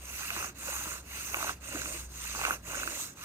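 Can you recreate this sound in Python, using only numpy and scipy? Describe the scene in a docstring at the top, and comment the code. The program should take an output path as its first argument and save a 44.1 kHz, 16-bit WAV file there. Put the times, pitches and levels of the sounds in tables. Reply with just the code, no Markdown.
"""Bow drill on a lawn

A bow spins a wooden spindle to and fro in the socket of a board; the rub dies at each turn of the bow.
Tiny random clicks hiss through the resonances of spindle and board. The tip catches in dull wooden ticks,
made of short slips that set the board ringing, and the board groans in short dying tones.
A distant engine is one low wavering tone, over an outdoor rumble of shaped noise.
Two close microphone ports hear the drill from the right: its sound comes later at the left port.
"""
import sys
import numpy as np
from scipy import signal
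from scipy.fft import rfft, irfft
from scipy.io import wavfile

SR = 44100
rng = np.random.default_rng(int(sys.argv[2]) if len(sys.argv) > 2 else 0)


def materialize(psi):
    """Save the field psi as 16-bit PCM at rate SR to the path in sys.argv[1].

    A 1-D psi becomes a single channel; in a 2-D psi each row is a channel.
    """
    bounded = np.clip(np.atleast_2d(psi).T, -1, 1)
    quanta = np.round(bounded * 32767).astype(np.int16)
    wavfile.write(sys.argv[1], SR, quanta)


N = 142884


def amp(db):
    """Turn dB into a gain."""
    return 10 ** (np.asarray(db) / 20)


def rms_one(x):
    """Scale to an average strength (rms) of 1."""
    return x / np.sqrt(np.mean(x ** 2) + 1e-20)


def in_time(rows):
    """Draw straight lines through the rows of a timed table, one curve per column."""
    s, *columns = np.transpose(rows)
    return [np.interp(np.arange(N) / SR, s, c) for c in columns]


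def at_hz(points, hz):
    """Read a frequency table in even steps of pitch (log frequency)."""
    table_hz, values = np.transpose(points)
    return np.interp(np.log(hz), np.log(table_hz), values)


def drift(rate):
    """Slow random wander around 0: noise smoothed to about `rate` Hz, worked out every 40 samples."""
    pole = np.exp(-80 * np.pi * rate / SR)
    noise = rng.standard_normal(N // 40 + 2002)
    slow = signal.lfilter([1], [1, -2 * pole, pole * pole], noise)[2000:]  # skip the settling
    return np.interp(np.arange(N) / 40, np.arange(len(slow)), rms_one(slow - slow.mean()))


def ring(clicks, hz, t60):
    """A click of height 1 starts a dying sine; t60 is the time in s to fall by 60 dB."""
    decay, w = 1000 ** (-1 / (t60 * SR)), 2 * np.pi * hz / SR
    return signal.lfilter([0, np.sin(w)], [1, -2 * decay * np.cos(w), decay * decay], clicks + 1e-18)


def pan(left_minus_right_db):
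    """Gains for left and right, half the difference each way."""
    return amp([[left_minus_right_db / 2], [-left_minus_right_db / 2]])


def from_right(pair, lag):
    """Sound from the right reaches the left port `lag` samples later."""
    return np.array([np.roll(pair[0], lag), pair[1]])


# speed of the spindle, told by how loud its rub is; it dips at each turn of the bow: (t/s, level/dB)
SPIN = [(0.0, -62), (0.04, -53.5), (0.11, -48.5), (0.13, -48), (0.23, -44.5), (0.41, -42.5), (0.45, -45),
        (0.5, -53), (0.51, -60), (0.54, -73), (0.6, -50), (0.68, -43), (0.94, -45), (1.02, -63.5),
        (1.05, -61), (1.09, -53), (1.16, -46), (1.5, -42.5), (1.52, -47), (1.55, -60), (1.6, -70.5),
        (1.66, -49), (1.82, -42.5), (1.92, -45), (1.94, -43), (2.08, -63.5), (2.26, -44.5), (2.45, -41),
        (2.54, -43.5), (2.55, -48), (2.58, -62), (2.62, -68), (2.65, -56), (2.68, -48), (2.78, -42.5),
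        (2.94, -44), (3.01, -40.5), (3.09, -51.5), (3.15, -71), (3.19, -52), (3.21, -52), (3.24, -47)]


def spindle_speed():
    """The faster the spindle turns, the louder it rubs: a gain through the strokes."""
    s, db = np.transpose(SPIN)
    return in_time(np.c_[s, amp(db)])[0]


# colour of the rub through the strokes, before each band's own gain:
# (t/s, finest hiss level/dB, spindle ring level/dB, board ring level/dB, board rumble level/dB)
COLOUR = [(0, -4.5, -4, -5, -6), (.15, -2, -4, -6, -14), (.3, -4.5, -4.5, -4, -15),
          (.42, -3.5, -3, -2, -4.5), (.5, -7, -2.5, -1, -4), (.6, -4.5, -6, -5, -10),
          (.69, -3.5, -7, -4.5, -8), (.8, -2.5, -6, -3.5, -9), (.95, -5, -7.5, -3, -7),
          (1.1, -5, -3.5, -6, -10), (1.2, -3, -3.5, -6, -14), (1.3, -4, -8, -7, -13),
          (1.36, -2, -4.5, -3, -4.5), (1.5, -5, -3, -2, -5.5), (1.66, -6, -4.5, -5.5, -6.5),
          (1.77, -6, -4, -6.5, 2.7), (1.82, -8, -9, -7.5, -7), (1.89, -4.5, -6.5, -8, -1),
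          (1.97, -5, -7.5, -8.5, -7), (2.1, -6.5, -11, -8, -13), (2.24, -6.5, -4, -6.5, -18),
          (2.33, -7.5, -8, -7.5, -14.5), (2.45, -5, -2, -1, -3.5), (2.55, -4, -5.5, -0.5, 0.5),
          (2.68, -4.5, -4.5, -4.5, -0.5), (2.78, -6.5, -5.5, -5, -3.5), (2.93, -6.5, -6.5, -7.5, -2),
          (3.01, -3, -11.5, -9.5, -12.5), (3.1, -6.5, -10, -7.5, -18), (3.24, -5.5, -6, -1.5, -21)]


def stroke_colour():
    """The balance of fine hiss, spindle, board and rumble changes through each stroke."""
    return in_time(COLOUR)


# moments when the bow reverses: (t/s)
TURNS_S = [.54, 1.04, 1.59, 2.08, 2.61, 3.14]
GRAINS_PER_S, GRAIN_SPREAD_DB = 9000, 2  # average rate of each click stream; scale of the random boosts


def rub(resonances, patchy_db, patch_rate):
    """Friction clicks, partly the same at both ports, pass through flickering resonances; rms 1."""
    shape = (2, 3, N)  # two sets of clicks, each with a shared, a left and a right stream
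    happens = rng.random(shape) < GRAINS_PER_S / SR
    boost = amp(GRAIN_SPREAD_DB * rng.exponential(1, shape))
    grains = happens * rng.standard_normal(shape) * boost
    returning = np.searchsorted(TURNS_S, np.arange(N) / SR) % 2  # 1 on every second stroke
    out, together = 0, drift(24)
    for k, (hz, width_hz, left_db, right_db, alike, return_db) in enumerate(resonances):
        shared, left, right = grains[k % 2]  # neighbouring resonances take different sets
        alike = np.clip(alike, 0, 1)
        pair = np.sqrt(alike) * shared + np.sqrt(1 - alike) * np.array([left, right])
        edges_hz = [hz - width_hz / 2, hz + width_hz / 2]
        sos = signal.butter(2, edges_hz, "band", fs=SR, output="sos")
        balanced = signal.sosfilt(sos, pair) * amp([[left_db], [right_db]])
        flicker_db = patchy_db * (0.32 * together + drift(patch_rate) + 0.26 * drift(7.5))
        out = out + balanced * amp(flicker_db + return_db * returning)
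    return rms_one(out)


# rubbed resonances of the hiss, the finest hiss and the spindle, levels relative within each table:
# (f/Hz, width/Hz, left level/dB, right level/dB, left-right likeness/0-1, return stroke change/dB)
HISS = [(3420, 900, -11.5, -19.5, 0.27, -2), (4066, 760, -14, -8.5, 0.9, 2),
        (4720, 700, -9.5, -16, 0.19, -1.6), (5560, 520, -16, -8, 0.31, 0),
        (6157, 660, -12, -2.5, 0.43, -4.4), (6500, 380, -2, -1.5, 0.29, 0.5),
        (6920, 1050, -20.5, -3.5, 1, 2), (7950, 620, -9, -10, 0.24, 1.5), (8653, 640, -8.5, -5.5, 0.47, 1)]
FINE = [(10150, 2000, 0, -3, 0.33, -0.27), (11750, 1100, -.1, 2, 0.25, -0.12),
        (12900, 900, 5, -0.5, 0.17, -1.3), (14550, 990, 0, 2, 0.14, 0.52),
        (14400, 870, -4.5, -5, 0.34, 0.3)]
SPINDLE = [(1926, 360, -9.5, -9, 0.74, .1), (2246, 550, -10, -3.5, 0.5, -0.14),
           (2636, 262, -8, 1.5, 0.39, 0.062), (2824, 100, -0.5, -4, 0.17, 0.13)]
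HISS_GAIN_DB, FINE_GAIN_DB, SPINDLE_GAIN_DB = 3.5, 3.7, 4


def tip_rub(fine_db, spindle_db):
    """The rubbing tip hisses high up while the spindle sounds a little lower."""
    hiss = amp(HISS_GAIN_DB) * rub(HISS, patchy_db=2.08, patch_rate=14.7)
    fine = amp(fine_db + FINE_GAIN_DB) * rub(FINE, patchy_db=1.53, patch_rate=26.0)
    spindle = amp(spindle_db + SPINDLE_GAIN_DB) * rub(SPINDLE, patchy_db=2.26, patch_rate=51.0)
    return hiss + fine + spindle


# rubbed resonances of the board's ring and of its rumble, levels relative within each table:
# (f/Hz, width/Hz, left level/dB, right level/dB, left-right likeness/0-1, return stroke change/dB)
BOARD = [(928, 310, -24.5, -10.5, 0.64, -4.5), (1001, 81, 0.5, -1, 0.62, 1.8),
         (1195, 280, -3.5, 0.5, 0.78, -1), (1490, 355, -1, 2.5, 0.86, 1)]
RUMBLE = [(307.5, 105, -1, 1, 1, 0.5), (390, 96, 3, -3.5, 1, -7), (578, 170, -2, 2, 0.96, 0.6),
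          (713, 110, 0.5, 1.5, 1, -8)]
BOARD_GAIN_DB, RUMBLE_GAIN_DB = 1.5, -2


def board_rub(board_db, rumble_db):
    """The same kind of friction clicks make the board ring in the middle and rumble below."""
    board_ring = amp(board_db + BOARD_GAIN_DB) * rub(BOARD, patchy_db=0.9, patch_rate=52.0)
    rumble = amp(rumble_db + RUMBLE_GAIN_DB) * rub(RUMBLE, patchy_db=0.8, patch_rate=38.0)
    return board_ring + rumble


# tone of the distant engine, before its small random wavering: (t/s, f/Hz, level/dB)
DRONE = [(0.0, 63.9, -50), (0.56, 64.0, -56), (0.69, 63, -50), (1.09, 65.4, -53.5), (1.7, 64.8, -52),
         (2.04, 62.5, -47.5), (2.68, 55.8, -53), (2.92, 56.8, -54.5), (3.04, 57.7, -70), (3.17, 65.4, -73),
         (3.21, 66, -73), (3.24, 65.4, -60.5)]
DRONE_WAVER_DB = 2


def drone():
    """The engine is one low sine whose pitch and loudness waver."""
    hz, db = in_time(DRONE)
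    level = np.sqrt(2) * amp(db + DRONE_WAVER_DB * drift(20.0))  # root 2: the table gives rms
    phase = 2 * np.pi * np.cumsum(hz + 0.6 * drift(8.1)) / SR
    return level * np.sin(phase)


# colour of the outdoor noise, relative: (f/Hz, level per Hz/dB)
AIR = [(20, -49), (33, -30), (48, -3), (75, 3.5), (110, 2.9), (262, -2), (437, -9), (912, -14), (1520, -16),
       (2380, -25), (5200, -26), (7000, -44.5), (9600, -66.5), (15500, -57.5)]
# how alike the outdoor noise is at both ports: (f/Hz, likeness/0-1)
AIR_LIKENESS = [(60, 1.0), (130, 0.99), (290, 1), (640, 0.4), (1410, 1), (3100, 0.16), (6820, 1),
                (15000, 0.1)]
# balance of the outdoor noise: (f/Hz, left minus right level/dB)
AIR_PAN_DB = [(60, 1.5), (300, -3), (1500, 7.5), (5000, -2.5), (10000, -10)]
# rise and fall of the low rumble; only the change around its mean counts: (t/s, level/dB)
RUMBLE_SWELL = [(0.0, -64), (0.32, -56), (1.05, -59), (1.52, -54), (1.61, -62), (1.7, -55.5), (2.42, -57.5),
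                (2.47, -64), (2.52, -48.5), (2.57, -56.5), (3.22, -60), (3.24, -56)]
AIR_DB = -53.5  # rms of the whole
AIR_SWELL_DB, AIR_SWELL_BELOW_HZ = 1.06, 240  # extra random wavering; the part that swells


def air():
    """Outdoor noise: a low rumble that swells and a steady hiss, with likeness varying by pitch."""
    hz = np.maximum(np.fft.rfftfreq(N, 1 / SR), 10)
    mid, side = rfft(rng.standard_normal((2, N)))
    alike = np.clip(at_hz(AIR_LIKENESS, hz), -1, .995)
    pan_db = at_hz(AIR_PAN_DB, hz) / 2
    pair = np.sqrt(1 + alike) * mid + np.sqrt(1 - alike) * side * [[1], [-1]]
    pair = pair * amp([pan_db, -pan_db]) * amp(at_hz(AIR, hz))
    low = 1 / (1 + (hz / AIR_SWELL_BELOW_HZ) ** 4)
    rumble_db, = in_time(RUMBLE_SWELL)
    swell = amp(rumble_db - rumble_db.mean() + AIR_SWELL_DB * drift(4.9))
    rumble = irfft(pair * low, N) * swell
    hiss = irfft(pair * (1 - low), N)
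    return amp(AIR_DB) * rms_one(rumble + hiss)


# the tip catches, levels before the gains below:
# (t/s, level/dB, slip f/Hz, bright edge over that level/dB)
CATCHES = [(0.305, -28, 1460, 0), (0.365, -26, 1190, -13), (0.384, -42, 1160, -9), (0.401, -39, 1460, -10),
           (0.427, -24.5, 1360, -19), (0.445, -27, 1280, -14), (0.658, -40, 1130, -12),
           (0.685, -35, 1510, -17), (0.73, -43, 920, -10), (0.754, -37, 1070, -12), (0.835, -42, 1120, -15),
           (0.938, -39, 1325, -12), (1.345, -22.5, 1270, -1.5), (1.371, -32, 824, -10),
           (1.387, -32, 900, -17), (1.406, -29.5, 1020, -20), (1.413, -30, 1240, -23),
           (1.428, -22, 1330, -21), (1.446, -25, 870, -9), (1.479, -27, 1480, -15), (1.487, -35, 1240, -16),
           (1.494, -21, 1294, -28), (1.725, -36, 1493, -5), (1.756, -27.5, 1480, -15),
           (1.774, -30.5, 1470, -16), (1.818, -27, 1640, -10), (1.859, -30, 1300, -3),
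           (1.95, -38.5, 1390, -12), (2.35, -28.5, 1140, -14), (2.36, -31, 1420, -17),
           (2.393, -28, 980, -15), (2.402, -34, 1520, -12), (2.415, -23.5, 1055, -10.5),
           (2.42, -35, 856, -14), (2.439, -25, 1290, -11), (2.452, -19, 1350, -2.5),
           (2.465, -24, 1540, -17), (2.484, -24.5, 956, -8), (2.498, -24, 1150, -24),
           (2.508, -15.5, 1426, -34), (2.713, -34, 1190, -5), (2.735, -31.5, 1160, -16),
           (2.746, -28, 1480, -17), (2.754, -26.5, 1560, -12), (2.771, -36, 1536, -13),
           (2.78, -35, 1544, -15), (2.799, -32, 1450, -17), (2.833, -22.5, 1530, -21),
           (2.876, -22, 1420, -11)]
# ways the board rings when a slip shakes it: (f/Hz, relative level/dB, time to fall 60 dB/s)
MODES_STRUCK = [(292, -10, 0.018), (595, -2.5, 0.012), (886, -2, 0.022), (963.4, -8.5, 0.011),
                (1147, -1, 0.021), (1333, -0.5, .014), (1472, 5, 0.013)]
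CATCH_GAIN_DB, EDGE_GAIN_DB, CATCH_PAN_DB = -35.5, -12, -3.5  # drive into the ringing; left minus right
SMALL_CATCHES_PER_S = 90  # where the board rings 5 dB under its loudest
SMALL_CATCH_DB = 7.5  # least level over the board's ring
SLIP_S, SLIP_SKEW = .0024, 0.51  # skew under 1: the slip rises faster than it falls
EDGE_HZ, EDGE_SHARE, EDGE_T60_S = 2510, 0.42, .0055  # the edge lasts a share of the slip, then rings
EDGE_LEAD_S = .0009  # the edge sounds just before the board


def small_catches(board_db):
    """Small random catches, more of them and louder where the board rings louder."""
    draw = rng.random((400, 5))
    at = .01 + draw[:, 0] * (N / SR - .03)
    ring_db = board_db[(at * SR).astype(int)]
    wanted = SMALL_CATCHES_PER_S * N / SR * amp(1.3 * (ring_db - board_db.max() + 5))
    level_db = ring_db + SMALL_CATCH_DB + 6 * draw[:, 2]
    slip_hz = 850 + 650 * draw[:, 3]
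    edge_db = -16 + 8 * draw[:, 4]
    return np.c_[at, level_db, slip_hz, edge_db][draw[:, 1] * 400 < wanted]


def catches(board_db):
    """At each catch a few cycles of slip shake the board, and a bright edge rings briefly."""
    t = np.arange(int(SLIP_S * SR)) / SR
    swell = np.sin(np.pi * (t / SLIP_S) ** SLIP_SKEW)
    sharp = t[:int(EDGE_SHARE * len(t))]
    edge = np.sin(np.pi * sharp / sharp[-1]) * np.sin(2 * np.pi * EDGE_HZ * sharp)
    lead = int(EDGE_LEAD_S * SR)
    slips, edges = np.zeros((2, N))
    for s, db, slip_hz, edge_db in np.vstack([CATCHES, small_catches(board_db)]):
        i = int((s - .0005) * SR)  # the slip starts just ahead of the listed time
        slips[i:i + len(t)] += amp(db + CATCH_GAIN_DB) * swell * np.sin(2 * np.pi * slip_hz * t)
        edges[i - lead:i - lead + len(edge)] += amp(db + edge_db + EDGE_GAIN_DB) * edge
    body = sum(amp(db) * ring(slips, hz, t60) for hz, db, t60 in MODES_STRUCK)
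    return (body + ring(edges, EDGE_HZ, EDGE_T60_S)) * pan(CATCH_PAN_DB)


# the board grinds on the ground, levels before the gain below and the roughness: (t/s, level/dB, f/Hz)
GRINDS = [(0.315, -39.5, 689), (0.365, -43, 334), (0.684, -39.5, 555), (0.868, -42, 301),
          (1.157, -48.5, 278), (1.342, -39, 550), (1.427, -37, 654), (1.746, -32.5, 298), (1.858, -38, 298),
          (1.94, -38.5, 341), (2.349, -44, 225), (2.376, -40.5, 486), (2.413, -43, 584),
          (2.439, -37.5, 491), (2.765, -38, 564), (2.875, -37.5, 340)]
GRIND_RISE_S, GRIND_T60_S, GRIND_GAIN_DB, GRIND_PAN_DB = 0.0019, 0.08, -3, -0.5


def grinds():
    """Short low groans: each tone rises softly, then dies away with a rough flutter in loudness."""
    out, t = np.zeros(N + SR), np.arange(SR // 8) / SR
    shape = (1 - np.exp(-t / GRIND_RISE_S)) * 1000 ** (-t / GRIND_T60_S)
    shape = shape / shape.max()
    for s, db, hz in GRINDS:
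        i = int(s * SR)
        out[i:i + len(t)] += amp(db + GRIND_GAIN_DB) * shape * np.sin(2 * np.pi * hz * t)
    roughness = amp(3.1 * drift(49.0))
    return out[:N] * roughness * pan(GRIND_PAN_DB)


LEFT_LAG, LEFT_LAG_BOARD = 5, 8  # samples: tip and spindle, board


def scene():
    """The drill sounds from the right, with the engine and the outdoor noise added."""
    spin = spindle_speed()
    fine_db, spindle_db, board_db, rumble_db = stroke_colour()
    tip = spin * tip_rub(fine_db, spindle_db)
    board = spin * board_rub(board_db, rumble_db)
    board = board + catches(20 * np.log10(spin) + board_db) + grinds()
    drill = from_right(tip, LEFT_LAG) + from_right(board, LEFT_LAG_BOARD)
    return drill + drone() + air()


CUTOFF_HZ = 15780


def record(dry):
    """A steep low-pass filter cuts the highest treble."""
    return signal.sosfilt(signal.ellip(14, .5, 75, CUTOFF_HZ, fs=SR, output="sos"), dry)


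dry = scene()
out = record(dry)
materialize(out)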